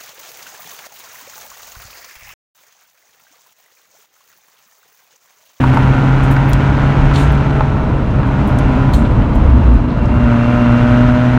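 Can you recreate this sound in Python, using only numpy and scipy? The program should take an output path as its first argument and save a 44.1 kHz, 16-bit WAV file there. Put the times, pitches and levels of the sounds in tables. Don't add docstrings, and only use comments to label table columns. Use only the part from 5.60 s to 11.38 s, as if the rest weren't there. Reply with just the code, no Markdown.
import sys
import numpy as np
from scipy import signal
from scipy.fft import rfft, irfft
from scipy.io import wavfile
from scipy.ndimage import uniform_filter1d, minimum_filter1d

SR = 44100
rng = np.random.default_rng(int(sys.argv[2]) if len(sys.argv) > 2 else 0)


def int16_out(signal):
    q = np.round(np.clip(np.atleast_2d(signal).T, -1, 1) * 32767)
    wavfile.write(sys.argv[1], SR, q.astype(np.int16))


N = 254898
TIME = np.arange(N) / SR
LOW_REVS_HZ, HIGH_REVS_HZ, NEAR_TOP_HZ, TOP_REVS_HZ = 61.5, 65.5, 67.7, 69.7
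BAND_LIMIT_HZ = 15900

# time in seconds, speed in turns per second.
SHAFT_SPEED = [(0, 64.95), (.65, 67.1), (1.56, 69.9), (1.69, 71.85), (1.82, 69.1), (1.94, 70.55),
               (2.08, 69.8), (2.25, 69.65), (2.8, 67.6), (3.25, 66.7), (3.9, 62.5), (4.32, 61.5),
               (4.45, 59.1), (4.6, 60.4), (4.75, 58.7), (4.96, 60.45), (5.08, 59.55), (5.26, 60.55),
               (5.78, 62.1)]
# time in seconds, engine load in dB (0 is pulling hard).
ENGINE_LOAD = [(0, -0.5), (1.6, -1), (2.05, -3.5), (2.42, -9.5), (2.72, -4.5), (3.2, -3), (3.75, -14),
               (4.28, -15.5), (4.66, -3), (4.95, -1.5), (5.33, -0.5), (5.78, -1)]
ORDERS = [6, 8, 9, 10, 11, 12, 13, 14, 15, 16, 17, 19, 20, 21, 22, 23, 24, 25, 26, 32]
HIGH_REVS_DB = [-37.5, -41, -36, -47, -35, -32.5, -37.5, -36, -34.5, -44, -38.5, -37.5, -46, -33.5, -39.5,
                -33.5, -46, -60, -60, -52]
PART_THROTTLE_DB = [-30, -44, -28.5, -38, -31, -30.5, -37, -42, -31, -46, -45, -34, -43, -32.5, -38, -42,
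                    -45, -60, -60, -53.5]
LOW_REVS_DB = [-40, -33, -47, -22.5, -38, -32, -35.5, -38, -36.5, -36, -35.5, -40, -41, -32.5, -38.5, -33,
               -36.5, -38, -39.5, -53]
TOP_SHIFT_DB = [4, 6, 0, 0, 1, -3.5, -1, 1, -5, -1, 2, 4, 0, -2, -3, -2, -5, 0, 0, 3]
# frequency in Hz, relative spectral density in dB.
PUFFS_HIGH = [(150, 1), (400, -4.5), (550, -6), (700, -2), (900, 5), (1150, -4.5), (1430, 1.5), (1650, -17),
              (2500, -15), (5000, -43.5), (16000, -70.5)]
PUFFS_LOW = [(150, 3), (400, -7), (550, -12), (760, -11), (980, -0.5), (1130, -1.5), (1380, 2.5),
             (1620, -2.5), (1800, -10), (2500, -13.5), (5000, -43.5), (16000, -69.5)]
INTAKE_RUSH = [(400, -9.5), (1000, -0.5), (1500, 3.5), (1800, 4.5), (2300, 1.5), (3000, -4), (4000, -11.5),
               (4700, -18), (6300, -19.5), (9500, -34), (16000, -50)]
RUMBLE = [(6, -50), (15, -26), (24, -10.5), (38, 6), (54, 3.5), (78, 1.5), (100, 2), (125, 5), (160, -4.5),
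          (240, -5), (350, -34), (700, -55), (3000, -110)]
TYRE_ROAR = [(80, -9.5), (150, -4.5), (200, -4.5), (245, -1), (300, -1.5), (370, -11), (500, -11),
             (700, -12), (950, -14), (1400, -21), (1900, -28), (2800, -32.5), (4700, -46.5), (8000, -56),
             (16000, -76)]
# time in seconds, road shake in dB.
ROAD_SHAKE = [(0, -14.5), (.9, -16), (1.35, -14.5), (2, -16.5), (3, -13), (3.5, -11.5), (4.02, -11),
              (4.28, -16.5), (4.45, -12), (4.9, -18.5), (5.45, -17), (5.78, -19)]
# frequency in Hz, filter width in Hz, rms level in dB.
TRIM_MODES = [(943, 87, -39), (2750, 28, -51), (3975, 250, -58), (6150, 360, -68.5)]
# frequency in Hz, relative spectral density in dB.
BUZZ_SPECTRUM = [(3000, -26), (6000, -1), (9000, 2.5), (13000, -2), (16000, -4.5)]
# start in seconds, level in dB, pitch factor.
KNOCKS = [(.0398, -2.5, 1), (.1718, 2, 0.97), (.765, -11, 1.6), (1.513, -8.5, 1.1), (2.008, -1.5, .92),
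          (2.632, -14, 1.2)]
SNAPS = [(.9326, -10.5, 1), (1.7505, -29, 0.98), (2.9885, -24, 1.05)]
# frequency in Hz, relative level in dB, time to decay by 60 dB in seconds.
PLASTIC_MODES = [(680, -12, 0.02), (945, -2, 0.032), (1125, -1, 0.016), (1362, -7, 0.03), (2170, -16, .01),
                 (2900, -15, 0.009), (3630, -19, .008), (4230, -24.5, .008)]
CATCH_MODES = [(3400, -7.5, 0.011), (3900, -8.5, .009), (5640, -3, .0035), (7400, -5, 0.0036),
               (8600, -5, .0035), (12000, -11, .002)]
HARD_OBJECT_MODES = [(2500, -6, .018), (3130, -3, .035), (3510, 0, .025), (3800, 1, .015), (4230, 2, .03),
                     (6350, -12, .025), (6934, -17, .05), (8150, -26, .06)]
# start in
# seconds, level in dB, band centre in Hz, half width in octaves, time to decay by 60 dB in seconds.
CLINKS = [(.143, -45, 8000, 0.557, .089), (.172, -25, 3600, 0.7, 0.012), (.631, -41, 7480, 0.41, .12),
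          (.709, -36, 12010, 1, 0.1236), (0.8915, -36, 12980, 0.27, .077), (0.9318, -25, 5500, 0.73, 0.026),
          (1.5585, -26, 5700, .35, .02), (1.720, -41, 9500, .6, 0.05), (2.67, -53, 8000, .7, .1),
          (2.872, -43, 10000, 0.797, 0.1157), (2.9855, -30, 6200, 0.63, 0.033),
          (3.335, -36, 3750, 0.18, 0.21), (3.334, -36.5, 7140, 0.29, 0.26), (3.3335, -39, 12000, .4, 0.14),
          (3.448, -35, 2800, .35, .16), (3.617, -31, 2000, .45, .09), (3.7519, -42, 9000, 0.569, .035),
          (4.1359, -48, 7087, .7, 0.086), (4.3, -44, 3700, 0.27, 0.33), (4.4545, -39.5, 5000, 0.38, .039)]
# start in seconds, length in seconds, level in dB, frequency in Hz.
CABIN_BOOMS = [(.18, 0.14, -16, 59.8), (.9, 0.1, -15, 52), (1.37, 0.15, -14, 35), (1.595, .18, -11.5, 62),
               (3.58, 0.059, -8, 48), (3.69, 0.098, -12.5, 54), (3.795, 0.2, -8, 62.7),
               (4.015, 0.17, -5.5, 60.1), (4.14, 0.081, -12, 37.9), (4.395, 0.052, -10.5, 56),
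               (4.61, 0.067, -12, 58.3), (5.24, 0.29, -20, 56)]
TYRE_HUMS = [(2.82, 0.096, -18.5, 202), (3.07, 0.11, -19, 252), (3.35, .15, -20.5, 236),
             (3.55, 0.096, -15.5, 236), (3.92, 0.09, -19.5, 245)]
# frequency in Hz, relative spectral density in dB.
SCRAPE_START = [(1500, 2), (3300, 7), (4200, 6), (4900, -3), (6500, -5), (9700, -19), (10600, -24),
                (16000, -25)]
SCRAPE_END = [(1500, 3.5), (3900, 3.5), (5000, -9), (6800, -3.5), (9900, -7.5), (10500, -19), (12500, -17),
              (16000, -24)]
# start in seconds, level in dB.
LANDINGS = [(1.5583, -21), (3.336, -25.5)]


def amp(db):
    return 10 ** (np.asarray(db) / 20)


def unit(x):
    return x / np.sqrt(np.mean(x ** 2) + 1e-20)


def curve(rows):
    return np.interp(TIME, *np.transpose(rows))


def colour(x, spectrum):
    hz, db = np.transpose(spectrum)
    f = np.fft.rfftfreq(len(x), 1 / SR)
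    gain = amp(np.interp(np.log(f + 1), np.log(hz), db))
    return unit(irfft(rfft(x) * gain, len(x)))


def noise(spectrum):
    return colour(rng.standard_normal(N), spectrum)


def wander(rate_hz):
    f = np.fft.rfftfreq(N, 1 / SR)
    return unit(irfft(rfft(rng.standard_normal(N)) * np.exp(-.5 * (f / rate_hz) ** 2), N))


def add(mix, start_s, sound):
    part = mix[max(round(start_s * SR), 0):][:len(sound)]
    part += sound[:len(part)]


def share(speed, from_hz, to_hz):
    return np.clip((speed - from_hz) / (to_hz - from_hz), 0, 1)


def resonance_db(hz, centre_hz, width_hz):
    return -10 * np.log10(1 + (2 * (hz - centre_hz) / width_hz) ** 2)


def partial(turns, order, db, flutter_db, odd_phase=1.28):
    scatter, flutter = .22 * wander(12), wander(12)
    phase = odd_phase * (order % 2) + scatter
    return np.sqrt(2) * amp(db + flutter_db * flutter) * np.cos(2 * np.pi * order * turns + phase)


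def exhaust_drone(turns, speed, load_db, cabin_mode_hz=240.7):
    firing_db = -12 + 1.38 * load_db
    octave_db = -13 + .78 * load_db + 2 * resonance_db(4 * speed, cabin_mode_hz, width_hz=38.3)
    firing_angle = 2 * np.pi * 2 * turns
    firing = amp(firing_db + .7 * wander(24)) * np.cos(firing_angle)
    octave = amp(octave_db + wander(19)) * np.cos(2 * firing_angle)
    return -np.sqrt(2) * (firing + octave)


def shaft_orders(turns, speed, load_db):
    high, top = share(speed, LOW_REVS_HZ, HIGH_REVS_HZ), share(speed, NEAR_TOP_HZ, TOP_REVS_HZ)
    eased = np.clip(-load_db / 3.1, 0, 1) * np.clip(2 * high, 0, 1)
    out = np.zeros(N)
    rows = zip(ORDERS, HIGH_REVS_DB, PART_THROTTLE_DB, LOW_REVS_DB, TOP_SHIFT_DB)
    for order, high_db, part_db, low_db, shift_db in rows:
        pulling_db = high * high_db + (1 - high) * low_db
        db = (1 - eased) * pulling_db + eased * part_db + top * shift_db + 1.27 * load_db
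        out += partial(turns, order, db, flutter_db=1.1)
    return out


def accessory_whine(turns, speed, load_db, order=46, trim_hz=2752):
    db = -36.5 + 1.5 * load_db + 2 * resonance_db(order * speed, trim_hz, width_hz=62)
    return partial(turns, order, db, flutter_db=2.6)


def gas_rasp(turns, speed, load_db, puffs_db=-26.6, rush_db=-28.5, uneven=.22):
    angle = 2 * np.pi * turns
    opening = np.exp(.45 * np.cos(2 * angle) + .3 * np.cos(4 * angle))
    gas = rng.standard_normal((2, N)) * opening * (1 + uneven * np.cos(angle)) * amp(wander(22))
    high = share(speed, LOW_REVS_HZ, HIGH_REVS_HZ)
    puffs = np.sqrt(high) * colour(gas[0], PUFFS_HIGH) + np.sqrt(1 - high) * colour(gas[1], PUFFS_LOW)
    rush = noise(INTAKE_RUSH) * opening ** .088 * amp(.9 * wander(42))
    return amp(puffs_db + .71 * load_db) * puffs + amp(rush_db + 1.59 * load_db) * rush


def road(boom_hz=61.7, boom_re_shake_db=-9.5, roar_db=-19.5):
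    shake_db = curve(ROAD_SHAKE)
    rumble = amp(shake_db) * noise(RUMBLE)
    cycles = np.cumsum(boom_hz + 3.6 * wander(8.4)) / SR
    boom_db = shake_db + boom_re_shake_db + 2.2 * wander(3.2)
    boom = np.sqrt(2) * amp(boom_db) * np.sin(2 * np.pi * cycles)
    roar = amp(roar_db + .39 * (shake_db - shake_db.mean()) + .95 * wander(28)) * noise(TYRE_ROAR)
    return rumble + boom + roar


def glass_reflections(x, notch_hz=778, width_hz=90, depth=.62):
    b, a = signal.iirpeak(notch_hz, notch_hz / width_hz, fs=SR)
    return x - depth * signal.lfilter(b, a, x)


def trim_ring():
    out = np.zeros(N)
    for hz, width_hz, db in TRIM_MODES:
        b, a = signal.iirpeak(hz, hz / width_hz, fs=SR)
        band = signal.lfilter(b, a, rng.standard_normal(N))
        out += amp(db) * unit(signal.lfilter(b, a, band))
    return out


def loose_buzz(speed, load_db, contacts_per_s=2500, t60=.025, settle_s=.35):
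    settling_db = 12 * np.exp(-TIME / settle_s)
    db = -62.5 + 1.4 * load_db - .1 * (speed - HIGH_REVS_HZ) + settling_db
    contacts = (rng.random(N) < contacts_per_s / SR) * rng.standard_normal(N)
    decay = amp(-60 * TIME[:SR // 20] / t60)
    power = signal.oaconvolve(contacts ** 2, decay ** 2)[:N]
    return amp(db) * colour(np.sqrt(abs(power)) * rng.standard_normal(N), BUZZ_SPECTRUM)


def strikes(rows, modes, onset_s):
    out, t = np.zeros(N), TIME[:SR // 8]
    onset = 1 - np.exp(-t / onset_s)
    for start_s, db, pitch in rows:
        ring = sum(amp(mode_db - 60 * t / t60) * np.sin(2 * np.pi * hz * pitch * t)
                   for hz, mode_db, t60 in modes)
        add(out, start_s, -amp(db) * ring * onset)
    return out


def plastic_knocks():
    return strikes(KNOCKS, PLASTIC_MODES, onset_s=.00034)


def clinks(mode_count=70, ring_db=-14, ring_stretch=2.4):
    out, t = np.zeros(N), TIME[:SR // 4]
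    grid_hz = np.geomspace(300, SR / 2, num=40)
    onset = 1 - np.exp(-t / .0012)
    for start_s, db, hz, octaves, t60 in CLINKS:
        band = np.transpose([grid_hz, -3 * (np.log2(grid_hz / hz) / octaves) ** 2])
        chatter = colour(rng.standard_normal(len(t)), band) * amp(-60 * t / t60)
        mode_hz = rng.uniform(0, BAND_LIMIT_HZ, mode_count)
        modes = np.sin(2 * np.pi * np.outer(mode_hz, t)).sum(0)
        ring = colour(modes, band) * amp(ring_db - 60 * t / (t60 * ring_stretch))
        add(out, start_s, amp(db) * (chatter + ring) * onset)
    return out


def jolted_air(rows, edge_s=.035, waver_hz=2.19, uneven_db=.8):
    out, drift_hz = np.zeros(N), waver_hz * wander(10.4)
    for start_s, length_s, db, hz in rows:
        ramp = np.clip(np.minimum(TIME - start_s, start_s + length_s - TIME) / edge_s, 0, 1)
        cycles = np.cumsum(hz + drift_hz) / SR + rng.random()
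        out += amp(db) * np.sin(np.pi / 2 * ramp) * np.sin(2 * np.pi * cycles)
    return np.sqrt(2) * out * amp(uneven_db * wander(18))


def catch_snaps():
    return strikes(SNAPS, CATCH_MODES, onset_s=.00016)


def slide(start_s=1.534, rise_s=.003, hold_s=.082, level_db=-31, fade_db_per_s=250):
    t = TIME - start_s
    late = np.clip(t / hold_s, 0, 1)
    db = level_db - fade_db_per_s * np.maximum(t - hold_s, 0)
    scrape = np.sqrt(1 - late) * noise(SCRAPE_START) + np.sqrt(late) * noise(SCRAPE_END)
    return np.clip(t / rise_s, 0, 1) * amp(db + 1.2 * wander(150)) * scrape


def bounces(count=4, gap_s=.004, loss_db=5.0):
    rows = []
    for start_s, db in LANDINGS:
        gaps, pitches = rng.uniform(.6, 1.4, count), rng.uniform(.985, 1.015, count)
        times = start_s + gap_s * (np.cumsum(gaps) - gaps[0])
        rows += zip(times, db - loss_db * np.arange(count), pitches)
    return strikes(rows, HARD_OBJECT_MODES, onset_s=.0003)


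def scene():
    speed, load_db = curve(SHAFT_SPEED), curve(ENGINE_LOAD)
    turns = np.cumsum(speed) / SR
    engine = turns, speed, load_db
    tones = exhaust_drone(*engine) + shaft_orders(*engine) + accessory_whine(*engine)
    wash = gas_rasp(*engine) + road() + jolted_air(CABIN_BOOMS) + jolted_air(TYRE_HUMS)
    cabin = glass_reflections(wash) + trim_ring()
    rattles = plastic_knocks() + catch_snaps() + bounces() + clinks() + loose_buzz(speed, load_db)
    return (tones + cabin + rattles + slide())[None]


def record(dry):
    gain = minimum_filter1d(1 / np.maximum(abs(dry), 1), size=81)
    gain = uniform_filter1d(uniform_filter1d(gain, size=41), size=41)
    limited = dry * gain * signal.windows.tukey(N, .001)
    low_pass = signal.cheby1(14, .02, BAND_LIMIT_HZ, fs=SR, output="sos")
    return signal.sosfiltfilt(low_pass, limited, padlen=2000)


dry = scene()
out = record(dry)
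int16_out(out)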